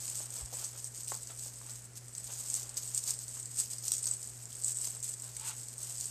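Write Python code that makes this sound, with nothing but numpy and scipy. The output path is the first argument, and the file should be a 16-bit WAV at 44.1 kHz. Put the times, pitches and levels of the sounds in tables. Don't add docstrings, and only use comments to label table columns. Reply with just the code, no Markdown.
import sys
import numpy as np
from scipy import signal
from scipy.fft import rfft, irfft, next_fast_len
from scipy.io import wavfile
from scipy.ndimage import map_coordinates

SR = 44100
rng = np.random.default_rng(int(sys.argv[2]) if len(sys.argv) > 2 else 0)


def store_wav(level_fs):
    pcm = np.round(np.clip(np.atleast_2d(level_fs), -1, 1) * 32767)
    wavfile.write(sys.argv[1], SR, pcm.T.astype(np.int16))


N = 269010
T = np.arange(N) / SR

# [f/Hz, rms level/dB]
HUM_LINES = [(58.1, -74), (113.2, -85), (116.7, -80), (120, -55), (123.4, -73.5), (126.8, -78), (240, -82)]
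# [f/Hz, density/dB per Hz, relative]
AIR_COLOUR = [(20, -31), (35, -27), (57, 1), (80, -7.5), (110, 0), (170, -6), (220, -4.5), (310, -9),
              (400, -6.5), (750, -11), (1100, -14.5), (1750, -13), (2500, -17), (3500, -21), (8000, -8),
              (14000, -25.5)]
# [f/Hz, t60/s]
ROOM_DECAY = [(200, 0.29), (2000, 0.14), (8000, 0.27), (14000, 0.089)]
# [t/s, peak level/dB]
TABLE_BUMPS = [(0.438, -41), (2.26, -59)]
# [t/s, peak level/dB before tap_db, nominal pitch f/Hz, nominal t60/s]
FINGER_TAPS = [(0.203, -43, 650, 0.0082), (.381, -53, 467, 0.049), (0.416, -47.5, 640, 0.013),
               (0.526, -44.5, 514, 0.054), (.538, -45, 614, 0.021), (1.119, -31, 863, 0.0072),
               (1.306, -44.5, 1320, .008), (1.461, -48.5, 550, 0.014), (1.614, -47, 1090, 0.0073),
               (3.369, -45.5, 1110, 0.013), (4.874, -48.5, 690, 0.015)]
# [multiple of the pitch, level/dB, multiple of the t60]
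TAP_MODES = [(.46, -13, 2.3), (.97, -4.5, 1.8), (1.45, 4.5, 0.46), (2.9, -14, 0.5)]
# [f/Hz, gain/dB]
FINGERTIP_COLOUR = [(150, -14), (350, 3.5), (1500, 0), (2000, -2), (4000, -10)]
# [t/s, peak level/dB, pitch f/Hz]
STEM_FLICKS = [(0.081, -40, 2900), (1.0762, -40.5, 3200), (4.128, -41, 3300), (4.5218, -42, 3120),
               (4.535, -46, 3500), (5.367, -45, 2200), (5.386, -45, 4100)]
# [middle t/s, length/s between 1/e points, nominal level/dB at the middle]
BRUSH_STROKES = [(.2, 1, -64), (.4, .07, -63.5), (0.607, 0.12, -58.5), (0.758, .05, -62), (1.15, 0.04, -57),
                 (1.31, 0.036, -55), (1.687, 0.11, -60.5), (2.31, 0.045, -56), (2.603, 0.63, -63),
                 (3.099, 0.076, -58.5), (3.39, .06, -64.5), (3.614, 0.05, -67), (4.073, 0.034, -60),
                 (4.958, 0.053, -59.5), (5.275, 0.11, -63), (5.867, 0.21, -66.5)]
# [f/Hz, density/dB per Hz, relative]
CLOTH_COLOUR = [(150, -29), (400, -1.5), (620, 1.5), (850, 1.5), (1300, 0.5), (2000, -5.5), (2700, -3),
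                (3600, -2), (7000, -24)]
# [t/s, level/dB]
RUB_LEVEL = [(5.34, -78), (5.41, -57), (5.45, -52.5), (5.49, -50), (5.515, -50), (5.54, -59), (5.6, -85)]
# [f/Hz, density/dB per Hz, relative]
RUB_COLOUR = [(200, -28), (600, -14), (900, 3.5), (1100, -3), (1370, 1), (1950, -5), (2700, -0.5),
              (3400, -1.5), (4600, -3), (8000, -18)]
# [t/s, nominal level/dB]
HANDLING_LEVEL = [(0, -44), (.42, -52.5), (.49, -50.5), (.72, -49), (.85, -46.5), (.91, -55), (1.0, -51.5),
                  (1.3, -48.5), (1.75, -50), (1.92, -70), (2.05, -56), (2.4, -52), (4.25, -48.5),
                  (4.47, -50.5), (5.2, -49), (6.1, -47)]
# [start t/s, length/s, nominal start level/dB, nominal coarse scratch over fine crackle/dB]
RAFFIA_PULLS = [(0, 0.251, -43.5, -8), (0.316, 0.1, -44.5, -7), (0.519, .125, -43, -4.5),
                (0.936, 0.079, -45, -6), (1.066, 0.1, -45.5, -2), (1.388, 0.1, -48, -7),
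                (1.628, .15, -51.5, -5), (1.824, 0.025, -51, -9), (1.949, 0.022, -45.5, -7),
                (2.138, 0.065, -51, -6), (2.222, 0.412, -45.5, -5.5), (2.486, 0.064, -41, -17),
                (2.76, 0.022, -39, -1), (2.781, 0.13, -45, -3.5), (2.926, 0.063, -40.5, -8),
                (3.012, 0.027, -42.5, -9), (3.051, 0.054, -38.5, -2), (3.191, 0.019, -44, -3),
                (3.318, 0.092, -44, -13.5), (3.492, 0.072, -47, -12), (3.567, 0.042, -34.5, -12.5),
                (3.606, 0.044, -49.5, 5), (3.697, 0.042, -40.5, -10), (3.827, 0.12, -41.5, -2.5),
                (3.973, 0.054, -44.5, -12), (4.008, 0.14, -41.5, -21), (4.52, 0.16, -50, -12),
                (4.651, 0.054, -37.5, -16), (4.75, 0.069, -40, -16), (4.828, 0.044, -37.5, -5.5),
                (4.886, 0.065, -48.5, -10), (5.021, 0.076, -42.5, -15), (5.188, 0.079, -48.5, -11),
                (5.382, 0.19, -47.5, -16), (5.44, 0.052, -39, -8.5), (5.797, 0.133, -44, -10),
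                (5.94, 0.17, -46.5, -6)]
# [f/Hz, density/dB per Hz, relative]
FINE_COLOUR = [(300, -26.5), (1000, -41), (2200, -27), (3600, -23.5), (6000, -16.5), (7000, -8), (7650, -5),
               (8050, 0.5), (8500, -2.6), (9200, -13), (9950, -15.5), (10250, -26.5), (11500, -17),
               (14300, -28)]
# [f/Hz, density/dB per Hz, relative]
COARSE_COLOUR = [(250, -17.5), (900, -21), (1900, -18.5), (3000, -10), (3700, -9), (4700, -1), (5300, -2.5),
                 (5900, 0.4), (7200, 4), (8200, -3.5), (10000, -8), (12000, -5.5), (14300, -5)]
STRAND_RANGE = (5200, 9200)
# [t/s, level/dB before SNAP_DB, coarse scratch over fine click/dB, ring f/Hz, splitting time/ms before limits]
STRAND_SNAPS = [(0.0798, -35, 0, 7000, 1), (0.0874, -38, -5, 7800, 1), (0.1556, -37, -3, 7200, 2),
                (0.2576, -40, -12, 8600, 1), (0.3041, -37, -17, 8400, 1), (0.3401, -38, -7, 8100, 1),
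                (0.3566, -38, -12, 8200, 1), (0.4108, -38, -8, 8000, 1), (0.4598, -40, -4, 7000, 3),
                (0.5703, -38, -7, 8000, 1), (0.6466, -31, 3, 6200, 13), (0.8439, -34, -13, 7900, 1),
                (0.8514, -40, -9, 8000, 1), (0.8726, -40, -9, 8200, 1), (0.9766, -41, -6, 7000, 1),
                (1.0335, -38, -8, 8900, 1), (1.0466, -40, -1, 7300, 2), (1.0764, -40, -9, 8400, 1),
                (1.0815, -34.5, -16, 8500, 1), (1.1196, -38, -10, 7600, 1), (1.1509, -36, -6, 7900, 1),
                (1.232, -41, -6, 7900, 2), (1.2727, -39, 2, 6200, 1), (1.3756, -41, -12, 8400, 1),
                (1.3895, -42, -6, 7800, 1), (1.3942, -39, 0, 6200, 1), (1.4361, -39, -8, 7900, 1),
                (1.6645, -43, -7, 8000, 1), (1.6963, -42, -7, 8000, 1), (1.9343, -52, -10, 8300, 1),
                (2.083, -43, -5, 8400, 3), (2.1513, -37, -3, 6400, 1), (2.1816, -33, -9, 8000, 2),
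                (2.3367, -37, -7, 6700, 1), (2.4608, -38, -3, 7800, 2), (2.4868, -38, -6, 7400, 2),
                (2.5009, -32, -4, 8000, 1), (2.5419, -26, -8, 7500, 1), (2.5513, -32, 1, 6500, 1),
                (2.5975, -36, 5, 7400, 1), (2.6317, -38, 2, 6500, 1), (2.6937, -37, -3, 8500, 2),
                (2.7431, -43, -8, 8000, 1), (2.7705, -33, 5, 5000, 2), (2.7766, -32, -4, 7900, 1),
                (2.8326, -38, -7, 7800, 1), (2.8769, -37, -9, 7800, 1), (2.9476, -27, -18, 7400, 2),
                (2.9776, -25, -6, 7100, 1), (3.0391, -32, -3, 8000, 1), (3.0779, -31, 4, 4700, 4),
                (3.0956, -31, -6, 8400, 1), (3.1074, -26, -2, 7600, 2), (3.1394, -36, -9, 8000, 1),
                (3.1909, -35, -11, 7900, 3), (3.2399, -41, -9, 8100, 1), (3.2823, -37, -3, 8100, 3),
                (3.3992, -36, -15, 8700, 1), (3.4298, -37, -10, 8200, 1), (3.4576, -35, -15, 9100, 1),
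                (3.5721, -35, -12, 8100, 1), (3.5875, -31, -10, 7900, 2), (3.6004, -30, 6, 5300, 2),
                (3.734, -38, -1, 5000, 1), (3.7841, -36, -7, 8200, 1), (3.8261, -42, -10, 8200, 1),
                (3.8815, -27, -2, 7400, 1), (3.9193, -23, 3, 5600, 1), (3.9298, -34, -5, 8000, 1),
                (3.9374, -30, -1, 8200, 1), (3.9511, -36, -7, 7200, 1), (3.9681, -33, -11, 8200, 2),
                (3.982, -32, -9, 8300, 1), (4.0275, -34, -12, 8200, 1), (4.031, -33, -12, 8100, 1),
                (4.0428, -35, -1, 5600, 1), (4.0568, -28, -12, 8300, 1), (4.0692, -31, 0, 5600, 1),
                (4.0744, -30, 8, 6700, 1), (4.0873, -34, -9, 8300, 1), (4.1127, -25, -34, 8300, 2),
                (4.1371, -36, -14, 8400, 1), (4.1687, -40, -12, 8300, 1), (4.2167, -43, -10, 8100, 1),
                (4.2296, -37, -8, 8100, 1), (4.2441, -39, -17, 8300, 1), (4.274, -38, -15, 8300, 1),
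                (4.4556, -38, -10, 7100, 1), (4.5289, -40, -8, 8900, 1), (4.5528, -42, -10, 8200, 1),
                (4.5686, -41, -12, 8300, 1), (4.6169, -40, -10, 8100, 1), (4.623, -38, -14, 8200, 1),
                (4.6369, -34, -8, 8300, 1), (4.6458, -25, -20, 7900, 1), (4.6561, -35, -16, 8000, 1),
                (4.663, -35, -12, 7800, 1), (4.6828, -29, -17, 8200, 5), (4.6943, -33, -15, 7500, 1),
                (4.7202, -33, -16, 8000, 1), (4.7272, -35, -15, 8200, 1), (4.7468, -37, -14, 8200, 1),
                (4.7544, -37, -14, 8000, 1), (4.7713, -31, -17, 8300, 2), (4.7866, -34, -16, 8200, 1),
                (4.8155, -33, -15, 8300, 5), (4.8525, -32, -17, 8000, 1), (4.8724, -35, -9, 8200, 1),
                (4.9497, -41, -8, 8000, 1), (4.9684, -42, -8, 7800, 1), (5.0031, -40, -11, 8700, 1),
                (5.0291, -35.5, -3, 7400, 1), (5.0354, -36, -2, 6400, 2), (5.1395, -36, -4, 7600, 2),
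                (5.1991, -39, -15, 8000, 1), (5.2218, -37, -15, 8000, 1), (5.2428, -40, -10, 8000, 1),
                (5.3672, -35, -6, 8100, 2), (5.3976, -37, -6, 8400, 2), (5.5964, -40, -9, 8300, 1),
                (5.6326, -43, -6, 7600, 1), (5.6852, -38, -9, 8500, 2), (5.7811, -38, -15, 8400, 1),
                (5.8322, -34, -14, 8400, 4), (5.8972, -38, -6, 7800, 1), (5.9246, -39, -6, 8100, 1),
                (5.9824, -37, -9, 8200, 1), (6.0106, -33, -3, 7100, 1), (6.0431, -37, 1, 6400, 1)]
# [f/Hz, gain/dB]
KINK_COLOUR = [(1000, -4), (3200, -7.5), (4600, 0), (8800, 0), (10500, -6), (14000, -8)]
# [f/Hz, gain/dB]
CLEAN_KINK_COLOUR = [(2000, -12), (3600, -9), (5500, 0)]

TOP_HZ = 14280
BODY_HZ, BODY_T60_S = 873, .13
RUB_RING_DB = 3
HANDLING_SCRATCH_DB = -8.5
ATTACK_S, RELEASE_S = 0.017, .018
TIGHTEN_DB = 1.5
SLIPS_PER_S = 1100
SMALL_KINKS_PER_S = 15
SMALL_KINK_DB, SMALL_SPREAD_DB = -5.5, 2
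SMALL_SCRATCH_DB = -6
KINK_FOLLOWS = 0.6
SNAP_DB = -2.7
TEAR, SPLIT = 0.25, 0.24


def amp(db):
    return 10 ** (np.asarray(db) / 20)


def unit(x):
    return x / np.sqrt(np.mean(x ** 2) + 1e-20)


def along(points, hz):
    f, value = np.transpose(points)
    return np.interp(np.log(hz + 1), np.log(f), value)


def wobble(rate):
    return map_coordinates(rng.standard_normal(int(N * rate / SR) + 4), [T * rate])


def coloured(x, spectrum):
    m = 2 * next_fast_len(len(x) // 2 + 512)
    log_gain = np.log(amp(along(spectrum, np.fft.rfftfreq(m, 1 / SR))))
    cepstrum = irfft(log_gain, m)
    cepstrum[1:m // 2] *= 2
    cepstrum[m // 2 + 1:] = 0
    return irfft(rfft(x, m) * np.exp(rfft(cepstrum)), m)[:len(x)]


def add(track, s, sound):
    part = track[max(0, round(s * SR)):][:len(sound)]
    part += sound[:len(part)]


def strand_ring(x, hz, ring_db, width=0.13):
    low, high = hz * np.exp(-abs(width)), hz * np.exp(abs(width))
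    return coloured(x, [(low, 0), (hz, ring_db), (high, 0)])


def slips(rate, spread_db, hiss):
    size = amp(spread_db * np.clip(rng.standard_normal(N), -2, 1.7))
    clicks = (rng.random(N) < rate / SR) * rng.choice([-1, 1], N) * size
    return unit(unit(clicks / np.sqrt(rate)) + hiss * rng.standard_normal(N))


def background(air_db=-57.5):
    hum = sum(amp(db) * np.sqrt(2) * np.sin(2 * np.pi * (hz * T + rng.random())) for hz, db in HUM_LINES)
    air = unit(coloured(rng.standard_normal(N), AIR_COLOUR))
    return hum + amp(air_db) * air


def room(x):
    out, step = np.zeros(N), SR // 5
    for start in range(0, N, step):
        hz, t, z = signal.stft(rng.standard_normal(SR // 3), SR, nperseg=256)
        decay = amp(-60 * t / along(ROOM_DECAY, hz)[:, None])
        tail = signal.istft(z * decay, SR, nperseg=256)[1]
        answer = signal.fftconvolve(x[start:start + step], tail / np.linalg.norm(tail))
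        add(out, start / SR + .003, answer)
    return out


def bumps(bump_hz=62, sag_hz_per_s=700):
    out = np.zeros(N)
    for s, db in TABLE_BUMPS:
        t = T - s
        swell = np.exp(-(t * bump_hz) ** 2)
        out += amp(db) * swell * np.cos(2 * np.pi * (bump_hz - sag_hz_per_s * t / 2) * t)
    return out


def taps(tap_db=1.0, scuff=0.15, body_db=-28):
    out, t = np.zeros(N), np.arange(4096) / SR
    for s, db, hz, t60 in FINGER_TAPS:
        ring = np.zeros(len(t))
        for i, (multiple, level, life) in enumerate(TAP_MODES):
            mode = amp(level - 60 * t / (life * t60)) * np.cos(2 * np.pi * hz * multiple * t)
            ring += (-1) ** i * mode
        ring += scuff * unit(coloured(rng.standard_normal(len(t)), CLOTH_COLOUR)) * amp(-60 * t / 0.053)
        ring += amp(body_db - 60 * t / BODY_T60_S) * np.sin(2 * np.pi * BODY_HZ * t)
        onset = 1 - np.exp(-40 * t / t60)
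        tap = coloured(ring * onset, FINGERTIP_COLOUR)
        add(out, s, amp(db + tap_db) * tap / np.abs(tap).max())
    return out


def flicks(rasp=0.22, rasp_t60=0.011):
    out, t = np.zeros(N), np.arange(768) / SR
    for s, db, hz in STEM_FLICKS:
        click = (t == 0) + rasp * rng.standard_normal(len(t)) * amp(-60 * t / rasp_t60)
        wood = [(.55 * hz, -30), (.82 * hz, -4), (hz, 0), (1.25 * hz, -7), (2 * hz, -9), (3 * hz, -28)]
        tick = coloured(click, wood)
        add(out, s, amp(db) * tick / np.abs(tick).max())
    return out


def brushes():
    stroke = sum(amp(db) * np.exp(-(2 * (T - s) / length) ** 2) for s, length, db in BRUSH_STROKES)
    return stroke * unit(coloured(slips(2000, spread_db=5, hiss=.6), CLOTH_COLOUR))


def rub():
    scrape = coloured(rng.standard_normal(N), RUB_COLOUR)
    scrape = strand_ring(scrape, BODY_HZ, RUB_RING_DB, width=0.077)
    level = np.interp(T, *np.transpose(RUB_LEVEL), left=-120, right=-120)
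    return amp(level) * unit(scrape)


def sliding_effort():
    power = amp(np.interp(T, *np.transpose(HANDLING_LEVEL))) ** 2
    weighted_scratch = HANDLING_SCRATCH_DB * power
    for s, length, db, scratch_db in RAFFIA_PULLS:
        hold = np.clip((T - s) / ATTACK_S, 0, 1)
        grip = hold * np.exp(-np.maximum(T - s - length, 0) / RELEASE_S)
        tighten_db = TIGHTEN_DB * np.clip((T - s) / length, 0, 1)
        pull = (grip * amp(db + tighten_db)) ** 2
        power = power + pull
        weighted_scratch = weighted_scratch + scratch_db * pull
    return 10 * np.log10(power), amp(weighted_scratch / power)


def crackle(rate, spectrum, size_spread_db=3.5, hiss=0.25, count=4):
    strands = np.zeros(N)
    for hz in np.linspace(*STRAND_RANGE, count):
        lead = amp(3.5 * wobble(45))
        strands += lead * strand_ring(slips(rate / count, size_spread_db, hiss), hz, ring_db=7)
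    return unit(coloured(strands, spectrum))


def rustle(level, scratch, fine_db=-0.73, coarse_db=3.5, cloth_db=-28, flutter_db=1.5, unsteady_db=-0.1):
    rate = SLIPS_PER_S * amp(.6 * (level - level.mean()))
    clumps = unit(amp(unsteady_db * wobble(25) + flutter_db * wobble(80) + 0.14 * wobble(360)))
    fine = amp(fine_db) * crackle(rate, FINE_COLOUR)
    coarse = amp(coarse_db) * crackle(0.97 * rate, COARSE_COLOUR)
    cloth = amp(cloth_db) * unit(coloured(rng.standard_normal(N), CLOTH_COLOUR))
    raffia = (fine + scratch * coarse) / np.hypot(1, scratch)
    return amp(level) * (clumps * raffia + cloth)


def small_kinks(level):
    count = round(SMALL_KINKS_PER_S * N / SR)
    s = (np.arange(count) + rng.random(count)) / SMALL_KINKS_PER_S
    size = np.clip(rng.standard_normal(count), -2, 2)
    swing = KINK_FOLLOWS * (np.interp(s, T, level) - level.mean())
    db = level.mean() + swing + SMALL_KINK_DB + SMALL_SPREAD_DB * size
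    scratch_db = np.full(count, SMALL_SCRATCH_DB)
    return list(zip(s, db, scratch_db, rng.uniform(*STRAND_RANGE, count), rng.uniform(1, 2.2, count)))


def snaps(kinks, ring_db=6):
    out, t = np.zeros(N), np.arange(768) / SR
    for s, db, scratch_db, hz, split_ms in kinks:
        split_s = np.clip(split_ms / 1000, .0014, .015)
        tear = TEAR * amp(-60 * t / 0.023)
        split = SPLIT * np.sin(np.pi * np.minimum(t / split_s, 1))
        burst = rng.standard_normal(len(t)) * (tear + split)
        burst[round(split_s / 2 * SR)] += 1
        burst = strand_ring(coloured(burst, KINK_COLOUR), hz, ring_db)
        fine = unit(coloured(coloured(burst, CLEAN_KINK_COLOUR), FINE_COLOUR))
        coarse = unit(coloured(burst, COARSE_COLOUR))
        snap = amp(db + SNAP_DB) * unit(fine + amp(scratch_db) * coarse) / np.sqrt(3)
        add(out, s - split_s / 2, snap)
        add(out, s + rng.uniform(.0005, .0015), .35 * snap)
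    return out


def scene(rustle_room_db=-14, snap_room_db=-9, tap_room_db=-12):
    level, scratch = sliding_effort()
    sliding = rustle(level, scratch) + brushes() + rub()
    kinks = snaps(list(STRAND_SNAPS) + small_kinks(level)) + flicks()
    knocks = taps()
    send = amp(rustle_room_db) * sliding + amp(snap_room_db) * kinks + amp(tap_room_db) * knocks
    return (sliding + kinks + knocks + room(send) + bumps() + background())[None]


def record(dry):
    m = next_fast_len(N + SR // 2)
    hz = np.fft.rfftfreq(m, 1 / SR)
    return irfft(rfft(dry, m) / (1 + (hz / TOP_HZ) ** 240), m)[:, :N]


dry = scene()
out = record(dry)
store_wav(out)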